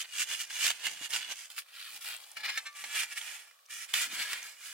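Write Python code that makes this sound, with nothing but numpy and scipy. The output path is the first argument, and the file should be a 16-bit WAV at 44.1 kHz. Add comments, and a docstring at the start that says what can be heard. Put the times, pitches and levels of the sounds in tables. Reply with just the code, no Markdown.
"""Shovel carving a snow shelter

A small metal shovel cuts packed snow in quick short strokes: noise and breaking crystals drive the blade's
resonances, which change with how it is held. Between two bouts it swings clear, spills its load and taps
the wall, ringing as decaying sines. Crust snaps and lumps thud as filtered noise bursts; crumbs patter down,
stray granules tick, and the walls answer briefly over the quiet of the shelter."""
import sys
import numpy as np
from scipy import signal
from scipy.fft import rfft, irfft, next_fast_len
from scipy.io import wavfile
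from scipy.ndimage import map_coordinates

SR = 44100
rng = np.random.default_rng(int(sys.argv[2]) if len(sys.argv) > 2 else 0)


def store_wav(level_fs):
    """Save 16-bit WAV to argv[1]."""
    pcm = np.round(np.clip(np.atleast_2d(level_fs), -1, 1) * 32767)
    wavfile.write(sys.argv[1], SR, pcm.T.astype(np.int16))


N = 208584

# Strokes into the wall. Each row: start of full force in seconds, force in dB, rise in s per 20 dB,
# hold in s, release in s per 20 dB, hiss in dB re force, crunch in dB re force (levels before the trims).
WALL_STROKES = [(0, -38, 0.02, 0.011, 0.043, -1.5, -30), (0.047, -45, 0.03, 0.0066, 0.011, -23, -21),
                (0.207, -32.5, 0.1, 0.024, 0.019, -2, -29), (0.31, -37, 0.078, 0.031, 0.047, -3, -23),
                (0.408, -40, 0.09, 0.011, 0.059, -0.5, -25.5),
                (0.506, -44.5, 0.024, 0.12, 0.043, -2.5, -22), (0.646, -30.5, 0.12, 0.032, 0.057, -2, -25),
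                (0.704, -29, 0.013, 0.001, 0.022, -5.5, -23.5),
                (0.752, -50.0, 0.047, 0.25, 0.041, -4.5, -19),
                (0.862, -32.5, 0.056, 0.003, 0.05, -5, -20.5), (0.915, -49.5, 0.036, 0.02, 0.04, 0.5, -17),
                (1.054, -39.5, 0.094, 0.005, 0.025, -3.0, -20.5),
                (1.103, -45.5, 0.015, 0.003, 0.036, 2, -16), (1.145, -32, 0.044, 0.0062, 0.079, -3.5, -21),
                (1.22, -43, 0.041, 0.023, 0.082, -8, -26), (1.312, -38.5, 0.061, 0.015, 0.019, -5.5, -16.5),
                (1.358, -50.5, 0.067, 0.082, 0.084, -0.5, -23)]
# Broad colour of the cut wall. Each row: frequency in Hz, relative level in dB per Hz.
WALL_COLOUR = [(150, -44), (250, -32), (492, -24), (842, -16), (1060, -13.5), (1690, -1), (2560, -2.5),
               (2940, -1), (3490, -7), (4150, -5.5), (7360, -8.5), (7890, -7), (15800, -22.5)]
# Blade damped by the wall. Each row: resonance in Hz, width in Hz, lift in dB when pressed.
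WALL_MODES = [(1850, 180, -1), (2360, 140, 5), (2872, 85, 9.5), (3130, 160, 1), (3433, 180, 9),
              (4700, 87, 5), (6330, 180, 6.5), (7080, 210, 6.5), (8540, 750, 1)]


def wall_cuts():
    """The edge bites into the wall in quick strokes and the packed snow holds the blade."""
    return scrape(WALL_STROKES, WALL_COLOUR, WALL_MODES, grain_db=-4, clump_db=3.5,
                  gain_db=-0.08, crunch_db=2.0, hiss_db=0.56, bite_db=-80)


# Strokes of the second bout. Each row: the same columns and units as WALL_STROKES.
NOTCH_STROKES = [(2.762, -49, 0.027, 0.15, 0.079, -3.5, -21.5),
                 (2.841, -46, 0.0063, 0.0036, 0.099, -26, -16),
                 (2.954, -36, 0.066, 0.081, 0.032, -4.5, -23.5),
                 (3.126, -44, 0.095, 0.003, 0.032, -5.0, -23.5),
                 (3.177, -37.5, 0.035, 0.001, 0.037, -4, -30),
                 (3.215, -46.5, 0.037, 0.13, 0.16, -4.0, -19.5),
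                 (3.706, -48.5, 0.018, 0.14, 0.036, -1, -28)]
# Broad colour of the notch, also of the taps. Each row: frequency in Hz, relative level in dB per Hz.
NOTCH_COLOUR = [(150, -89), (250, -33.5), (887, -4.5), (1060, -15.5), (1370, -8.5), (1570, -10.5),
                (1690, -3.5), (2150, -4.5), (2340, -1), (3620, -9), (8910, -9), (15800, -23)]
# Blade damped by the notch. Each row: resonance in Hz, width in Hz, lift in dB when pressed.
NOTCH_MODES = [(1375, 180, 4), (1704, 22, 11.4), (1893, 83, 6), (2345, 63, 7.4), (2930, 66, 9),
               (3380, 130, 6), (5340, 71, 6), (6100, 73, 3.9), (7390, 110, 4.9), (9700, 70, 5)]


def notch_cuts():
    """The blade cuts a notch, with narrow resonances standing out of the scrape."""
    return scrape(NOTCH_STROKES, NOTCH_COLOUR, NOTCH_MODES, grain_db=-3, clump_db=1.4,
                  gain_db=1.5, crunch_db=1, hiss_db=0.5, bite_db=-60)


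# Prising strokes. Each row: the same columns and units as WALL_STROKES.
PRISE_STROKES = [(3.896, -49.5, 0.031, 0.026, 0.03, -3.5, -23.5),
                 (3.938, -34, 0.0061, 0.096, 0.063, -3.5, -23.5),
                 (4.118, -42.5, 0.033, 0.038, 0.034, -4.5, -22), (4.202, -36, 0.13, 0.034, 0.03, -7, -22.5),
                 (4.32, -37, 0.29, 0.0094, 0.15, -8, -21.5),
                 (4.44, -50.5, 0.078, 0.058, 0.093, -1.5, -18.5), (4.649, -49, 0.13, 0.059, 0.1, -1, -24)]
# Broad colour of prised snow. Each row: frequency in Hz, relative level in dB per Hz.
PRISE_COLOUR = [(150, -48), (250, -37), (1020, -19), (1280, -8.5), (2260, -3), (2560, -7), (3430, -6),
                (3940, -11), (4300, -7.5), (5580, -16), (7490, -13), (15800, -26)]
# Blade damped while prising. Each row: resonance in Hz, width in Hz, lift in dB when pressed.
PRISE_MODES = [(1384, 54, 2.6), (1683, 40, 8.4), (2240, 54, 2), (2440, 56, 6.8), (2926, 85, 5.6),
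               (3640, 79, 2.3), (7100, 220, 0.89)]


def prises():
    """The blade prises snow loose, mostly with slower swells of force."""
    return scrape(PRISE_STROKES, PRISE_COLOUR, PRISE_MODES, grain_db=-1.5, clump_db=-0.5,
                  gain_db=0.1, crunch_db=1.8, hiss_db=1.43, bite_db=-47)


# Grazing strokes. Each row: the same columns and units as WALL_STROKES.
GRAZE_STROKES = [(2.372, -41.5, 0.015, 0.001, 0.031, -9, -20.5),
                 (2.407, -44.5, 0.036, 0.001, 0.038, -7.5, -14.5),
                 (2.436, -40.5, 0.01, 0.01, 0.03, -12, -25),
                 (2.455, -34.5, 0.026, 0.0061, 0.041, -9.5, -19),
                 (2.495, -32.5, 0.033, 0.0024, 0.027, -13.0, -19),
                 (2.525, -42.5, 0.032, 0.065, 0.026, -8, -34)]
# Broad colour of the grazes. Each row: frequency in Hz, relative level in dB per Hz.
GRAZE_COLOUR = [(150, -65), (250, -41), (672, -11.5), (842, -10), (1470, -15.5), (1690, -4.5), (1970, -8),
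                (2340, -4), (2600, -11), (4300, -9), (5880, -26.5), (15800, -35)]
# Blade while grazing. Each row: resonance in Hz, width in Hz, lift in dB when pressed.
GRAZE_MODES = [(820, 140, 4), (1330, 70, 5), (1730, 140, 7), (2170, 80, 5), (2350, 130, 7), (2900, 100, 6),
               (4200, 120, 4), (5200, 250, 4)]


def grazes():
    """The blade grazes the snow in brief brushes with little hiss."""
    return scrape(GRAZE_STROKES, GRAZE_COLOUR, GRAZE_MODES, grain_db=-2.5, clump_db=1.2,
                  gain_db=1, crunch_db=0.5, hiss_db=1, bite_db=-50)


# The load sliding off the blade. Each row: the same columns and units as WALL_STROKES.
SPILL_STROKES = [(1.502, -52.5, 0.0082, 0.0, 0.11, 0, -18), (1.585, -38.5, 0.025, 0.0018, 0.033, -0.5, -46),
                 (1.775, -48.5, 0.125, 0.11, 0.14, -6, -30), (1.945, -50, 0.11, 0.027, 0.036, 0.5, -16.5),
                 (2.014, -50, 0.019, 0.053, 0.077, 1, -35), (2.06, -43.5, 0.039, 0.068, 0.085, -4, -17.5),
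                 (2.19, -60, 0.072, 0.119, 0.2, 1, -9.5)]
# Broad colour of spilling snow. Each row: frequency in Hz, relative level in dB per Hz.
SPILL_COLOUR = [(150, -64), (250, -30), (436, -20), (842, -4.5), (1040, -10.5), (1390, -6.5), (2190, -5),
                (2430, -2.5), (4860, -5.5), (5980, -11), (9390, -9), (15800, -16.5)]
# Blade under its load. Each row: resonance in Hz, width in Hz, lift in dB when pressed.
SPILL_MODES = [(1400, 200, 3), (1790, 150, 2), (2450, 300, 2), (3200, 500, 1.5)]


def spills():
    """The load slides off the blade, coloured by a few wide resonances."""
    return scrape(SPILL_STROKES, SPILL_COLOUR, SPILL_MODES, grain_db=-5.0, clump_db=4.0,
                  gain_db=0.6, crunch_db=1.2, hiss_db=0.5, bite_db=-59)


UNEVEN_DB, UNEVEN_PER_S = 0.76, 50  # the edge meets harder and softer snow


def scrape(strokes, snow, blade, grain_db, clump_db, gain_db, crunch_db, hiss_db, bite_db):
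    """Breaking crystals drive the blade; the force of the stroke sets the level of crunch, body and hiss."""
    gains = effort(strokes)
    touching = gains[1] > amp(-95)
    t = np.flatnonzero(touching) / SR
    unevenness = amp(UNEVEN_DB * wobble(t, UNEVEN_PER_S))
    crush, force, rub = gains[:, touching] * unevenness
    grit = crystals(t, grain_db, clump_db)

    def lift(hz):
        """Summed resonance peaks of the blade in dB."""
        return sum(db / (1 + (2 * (hz - f) / width) ** 2) for f, width, db in blade)

    pressed = unit(coloured(grit, lambda hz: along(snow, hz) + lift(hz)))
    loose = unit(coloured(grit, lambda hz: along(snow, hz) + 1.5 * lift(hz)))
    # below bite_db the snow barely damps the blade, so its resonances stand out
    looseness = 1 / (1 + (force / amp(bite_db)) ** 2)
    tone = pressed + (loose - pressed) * looseness

    crunch = amp(crunch_db) * crush * unit(band(tone, 130, 1050))
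    body = force * unit(band(tone, 1050, 4750))
    hiss = amp(hiss_db) * rub * unit(band(tone, 4750, SR))
    out = np.zeros((2, N))
    out[:, touching] = amp(gain_db) * (crunch + body + hiss)
    return out


HISS_LAW, CRUNCH_LAW = 0.99, 0.72  # dB of hiss and of crunch for each dB of force


def effort(strokes):
    """Gains of crunch, body and hiss: hiss follows the force almost dB for dB, crunch less steeply."""
    power = np.zeros((3, N))
    for s, force_db, rise, hold, release, hiss_db, crunch_db in strokes:
        push_db = np.maximum(swell(s, rise, hold, release), -200)
        crunch = crunch_db + CRUNCH_LAW * push_db
        hiss = hiss_db + HISS_LAW * push_db
        power += amp(force_db + np.array([crunch, push_db, hiss])) ** 2
    return np.sqrt(power)


# The edge is wide. Each row: frequency in Hz, share of its power that differs between the ports (0 to 1).
PORT_DIFFERENCE = [(300, 0.012), (1400, 0.064), (3000, 0.083), (7000, 0.98), (15000, 0.54)]


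def crystals(t, grain_db, clump_db, per_second=1400, clump_rate=330):
    """Rubbing noise and breaking crystals at two ports, bunched as the edge sticks and slips."""
    here = np.round(t * SR).astype(int)
    # one stream common to both ports, then one for each port
    rub, size, chance = rng.standard_normal((3, N)), rng.standard_normal((3, N)), rng.random((3, N))
    grains = (chance[:, here] < per_second / SR) * size[:, here]
    bunching = amp(clump_db * np.tanh(wobble(t, clump_rate)))
    grit = (rub[:, here] + amp(grain_db) * unit(grains)) * bunching

    def apart(hz):
        return np.clip(along(PORT_DIFFERENCE, hz), 0, 1)

    common = filtered(grit[:1], lambda hz: np.sqrt(1 - apart(hz)))
    separate = filtered(grit[1:], lambda hz: np.sqrt(apart(hz)))
    return common + separate


# Glancing taps on the wall. Each row: start in seconds, blade ring in dB, crunch in dB before colouring,
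# shaft ring in dB, rise in s, share of the free ring time (0 to 1).
WALL_TAPS = [(2.488, -37, -41, -70, .008, .4), (2.572, -29.5, -33, -57, .004, .55),
             (2.651, -40, -44, -48.5, .018, .9), (2.839, -43, -40, -70, .002, .45)]
# The blade ringing in free air. Each row: mode in Hz, level in dB re the tap's blade ring, free t60 in s.
FREE_MODES = [(1324, -12, .15), (1564, -6, .12), (1776, -3, .15), (1850, -7, .09), (2171, 0, .14),
              (2350, -3, .12), (2642, -7, .13), (2868, -8, .12), (3460, -8, .12), (3716, -11, .13),
              (4188, -7, .11), (5310, -11, .09), (6100, -13, .1), (7415, -9, .09)]
SHAFT_HZ, SHAFT_T60 = 1168, .85  # the hollow handle decays slowest; t60 in s


def taps():
    """The blade glances off the wall: a short crunch, a trickle of loosened snow, blade and shaft ring on."""
    out = np.zeros(N)
    for s, blade_db, crunch_db, shaft_db, rise, share in WALL_TAPS:
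        for hz, db, t60 in FREE_MODES:
            mode_db = blade_db + db + rng.normal(0, 1)
            add(out, s, amp(mode_db) * ring(hz, rise, share * t60))
        add(out, s, amp(shaft_db) * ring(SHAFT_HZ, rise, SHAFT_T60))
        snow = burst(rise, 0.064) + amp(-14) * burst(rise, 0.5)  # crunch and trickle
        add(out, s, amp(crunch_db) * coloured(snow, lambda hz: along(NOTCH_COLOUR, hz) + 10))
    return out


def ring(hz, rise, t60):
    """One sine mode swells towards amplitude 1 and dies away, within half a second."""
    t = np.arange(SR // 2) / SR
    tone = np.sin(2 * np.pi * (hz * t + rng.random()))
    return tone * np.minimum(t / rise, 1) * np.exp(-np.log(1000) * np.maximum(t - rise, 0) / t60)


# Crust snapping. Each row: start in seconds, peak in dB, pitch in Hz.
CRUST_SNAPS = [(0.1528, -31, 2960), (0.4079, -22, 3500), (0.5055, -30.5, 1700), (0.646, -29.5, 794),
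               (0.658, -17.5, 3030), (0.6648, -15, 3400), (0.7045, -31.5, 680), (0.8675, -17.5, 2060),
               (1.1045, -34, 6730), (1.1349, -21.5, 2880), (1.5798, -30.5, 1870), (1.687, -46, 1900),
               (1.9644, -41, 2940), (2.3682, -33, 1670), (2.8394, -30, 1710), (3.1755, -25.5, 2300),
               (3.2128, -28.5, 2720), (3.5112, -45, 1910), (3.9385, -14, 2840), (4.331, -20.5, 2100)]
# Small ice chips. Each row: start in seconds, peak in dB, pitch in Hz.
ICE_CHIPS = [(2.164, -31.5, 8900), (2.2372, -39, 3560), (2.3155, -37.5, 8000), (3.661, -46, 6000),
             (4.4285, -28, 5500)]


def snaps():
    """Bits of crust break off with a broad crack; ice chips give a short, clear tick."""
    out = np.zeros(N)
    for s, db, pitch_hz in CRUST_SNAPS:
        add(out, s, amp(db) * crack(pitch_hz, narrow=2.8, t60=0.018))
    for s, db, pitch_hz in ICE_CHIPS:
        add(out, s, amp(db) * crack(pitch_hz, narrow=5, t60=.009))
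    return out


def crack(pitch_hz, narrow, t60):
    """A noise burst of peak 1 around one pitch, with the lows held back."""
    def colour(hz):
        octaves = np.log2((hz + 1) / pitch_hz)
        peak = -11 * np.log10(1 + (narrow * octaves) ** 2)
        return peak + along([(100, -31.0), (700, -4.0)], hz)

    x = coloured(burst(.0005, t60), colour)
    return x / np.abs(x).max()


def aimed(x, lag_us):
    """The right port hears the blade lag_us microseconds before the left."""
    side = np.array([[-1], [1]])
    return filtered(x, lambda hz: np.exp(1j * np.pi * hz * lag_us / 10 ** 6 * side))


# Where the blade works. Each row: time in seconds, left level re right in dB.
BALANCE = [(0, -2), (1.3, -3.5), (1.75, -.5), (2.66, 1), (2.9, -2), (3.8, -3), (4.23, 0), (4.73, -3.5)]


def placed(x):
    """The left-right balance glides as the blade works in different places."""
    seconds, left_db = np.transpose(BALANCE)
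    balance_db = np.interp(np.arange(N) / SR, seconds, left_db)
    return amp(balance_db * np.array([[.5], [-.5]])) * x


# Heavy lumps giving way. Each row: start in seconds, peak in dB.
LUMP_THUDS = [(0.697, -78), (0.868, -63), (1.01, -45.5), (3.941, -66), (4.016, -54), (4.124, -48),
              (4.197, -53)]
# Low colour of tumbling snow. Each row: frequency in Hz, relative level in dB per Hz.
LUMP_COLOUR = [(25, -35), (60, -25), (90, -27), (125, -6.5), (190, -0.5), (300, 0), (450, -14), (900, -15),
               (3000, -100)]
# Loose snow sliding down. Each row: start of full level in seconds, level in dB, hold in s.
SNOW_SLIDES = [(0.048, -86, .01), (0.297, -74.5, .02), (.415, -87, .01), (0.52, -77, .02), (.7, -73, .02),
               (.87, -69.5, 0.068), (1.14, -74, .04), (1.27, -77, .02), (1.944, -76, 0.011),
               (2.085, -85, .01), (2.382, -75, .03), (2.472, -72, .025), (2.836, -73, 0.025),
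               (3.003, -76, .02), (4.053, -67.5, 0.031), (4.1, -66, 0.07), (4.335, -75, 0.017)]
SLIDE_RISE_S, SLIDE_RELEASE_S = 0.033, .1  # per 20 dB
CRUMB_DB, CRUMB_SETTLE_S = -49.5, 0.047  # crumbs re the cutting sound, and their decay time constant


def lumps(cutting):
    """Soft snow tumbles in a low patter, after every cut and in slides, with a thud for each heavy lump."""
    t = np.arange(N) / SR
    flutter = amp(2.5 * wobble(t, 60))
    patter = unit(coloured(rng.standard_normal(N) * flutter, lambda hz: along(LUMP_COLOUR, hz)))
    keep = np.exp(-1 / (CRUMB_SETTLE_S * SR))
    cut_level = np.abs(cutting).mean(axis=0)
    crumbs = amp(CRUMB_DB) * signal.lfilter([1 - keep], [1, -keep], cut_level)
    slides = sum(amp(db + swell(s, SLIDE_RISE_S, hold, SLIDE_RELEASE_S)) for s, db, hold in SNOW_SLIDES)
    out = np.hypot(crumbs, slides) * patter
    for s, db in LUMP_THUDS:
        thud = coloured(burst(0.0025, 0.033), lambda hz: along(LUMP_COLOUR, hz))
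        add(out, s, amp(db) * thud / np.abs(thud).max())
    return out


GRIT_PER_S, GRIT_HZ = 67, 2000  # granules a second, middle pitch
GRIT_DB, GRIT_SPREAD_DB = -55.5, 9  # middle peak level, spread either way


def granules():
    """Loosened granules drop at random, each with a faint tick of its own size and pitch."""
    out = np.zeros(N)
    for when, size, pitch in rng.uniform(-1, 1, (int(GRIT_PER_S * N / SR), 3)):
        s = (when + 1) / 2 * N / SR
        tick = crack(GRIT_HZ * 2 ** pitch, narrow=2.8, t60=.012)
        add(out, s, amp(GRIT_DB + GRIT_SPREAD_DB * size) * tick)
    return out


# Level of the walls' answer. Each row: frequency in Hz, walls re direct sound in dB.
WALL_ECHO = [(150, -30), (500, -18), (1500, -3.5), (3000, -1.5), (7000, -1), (15000, -5)]


def shelter(x, size=6144):
    """Close walls answer briefly; a fresh echo pattern fades in with every half-overlapping window."""
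    echo = np.zeros((2, N + 4 * size))
    padded = np.pad(x, ((0, 0), (size, 2 * size)))
    for start in range(0, N + size, size // 2):
        window = padded[:, start:start + size] * np.hanning(size)
        answer = signal.fftconvolve(window, reflections(size=size // 2), axes=1)
        echo[:, start:start + answer.shape[1]] += answer
    return x + filtered(echo[:, size:size + N], lambda hz: amp(along(WALL_ECHO, hz)))


# How long the walls answer. Each row: frequency in Hz, t60 in s.
WALL_DECAY = [(150, 0.054), (1500, 0.03), (5000, 0.0086), (15000, 0.013)]


def reflections(size):
    """A short, diffuse answer of the porous walls at each port, energy 1, after 1/600 s."""
    hz, t, z = signal.stft(rng.standard_normal((2, size)), SR, nperseg=128)
    t60 = along(WALL_DECAY, hz)[:, None]
    decaying = z * np.exp(-np.log(1000) * t / t60) / np.sqrt(t60)
    tail = signal.istft(decaying, SR, nperseg=128)[1]
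    tail = tail / np.linalg.norm(tail, axis=1, keepdims=True)
    return np.pad(tail, ((0, 0), (SR // 600, 0)))


# The quiet of the shelter. Each row: frequency in Hz, relative level in dB.
QUIET_COLOUR = [(18, -79), (30, -34), (413, -35), (459, -16), (662, -8.5), (955, -25), (1030, -17),
                (1120, -3), (1940, -19), (3450, -13), (15800, -23.5)]


def stillness():
    """The quiet of the shelter: steady coloured noise, independent at each port."""
    noise = rng.standard_normal((2, N))
    return amp(-64.5) * unit(filtered(noise, lambda hz: amp(along(QUIET_COLOUR, hz))))


def amp(db):
    """Decibels to gain."""
    return 10 ** (np.asarray(db) / 20)


def unit(x):
    """Scale to rms 1."""
    return x / np.sqrt(np.mean(x ** 2) + 1e-20)


def along(points, hz):
    """Read (Hz, value) points on a log frequency axis."""
    f, v = np.transpose(points)
    return np.interp(np.log(hz + 1), np.log(f + 1), v)


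def wobble(t, rate):
    """A quick random flutter without slow drift, rate knots a second."""
    knots = np.diff(rng.standard_normal(SR // 10)) / np.sqrt(2)
    return map_coordinates(knots, [t * rate], mode="wrap")


def swell(s, rise, hold, release):
    """An envelope in dB: it climbs to 0 at time s, holds, then falls; rise and release each span 20 dB."""
    t = np.arange(N) / SR - s
    before = np.maximum(-t, 0) / max(rise, .002)
    after = np.maximum(t - hold, 0) / max(release, .002)
    return -20 * (before + after)


def filtered(x, response):
    """x times a response of frequency."""
    n = x.shape[-1]
    m = next_fast_len(n + 8192)
    return irfft(rfft(x, m) * response(np.fft.rfftfreq(m, 1 / SR)), m)[..., :n]


def coloured(x, level, size=8192):
    """x through a causal minimum-phase filter whose gain in dB is level(Hz), floored at -120."""
    level_db = np.maximum(level(np.fft.rfftfreq(size, 1 / SR)), -120)
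    cepstrum = irfft(np.log(amp(level_db)))
    # folding the cepstrum forward makes the filter causal
    cepstrum[1:size // 2] *= 2
    cepstrum[size // 2 + 1:] = 0
    kernel = np.array(irfft(np.exp(rfft(cepstrum))), ndmin=x.ndim)
    return signal.fftconvolve(x, kernel, axes=-1)[..., :x.shape[-1]]


def band(x, lo_hz, hi_hz):
    """The part of x between two frequencies."""
    return filtered(x, lambda hz: (hz >= lo_hz) & (hz < hi_hz))


def burst(rise, t60):
    """A quarter second of noise that swells towards rms 1 and dies away."""
    t = np.arange(SR // 4) / SR
    decay = np.exp(-np.log(1000) * np.maximum(t - rise, 0) / t60)
    return rng.standard_normal(len(t)) * np.minimum(t / rise, 1) * decay


def add(track, s, sound):
    """Mix a sound into the track at time s."""
    part = track[max(round(s * SR), 0):][:len(sound)]
    part += sound[:len(part)]


def scene():
    """Two bouts of cutting with a swing of the shovel between them."""
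    wall, notch, prise, graze = wall_cuts(), notch_cuts(), prises(), grazes()
    shovel = aimed(wall + notch + snaps(), lag_us=31.0)
    shovel = shovel + aimed(spills() + graze + prise + taps(), lag_us=39.0)
    falling = granules() + lumps(wall + graze + notch + prise)
    return shelter(placed(shovel) + falling) + stillness()


def record(dry):
    """The microphone tilts the sound towards the treble and keeps nothing above its band limit."""
    tilt = [(1000, -2.5), (3000, -0.58), (7000, -0.63), (15000, 3.5)]  # (Hz, dB)
    return filtered(dry, lambda hz: amp(along(tilt, hz)) * (hz < 15900))


dry = scene()
out = record(dry)
store_wav(out)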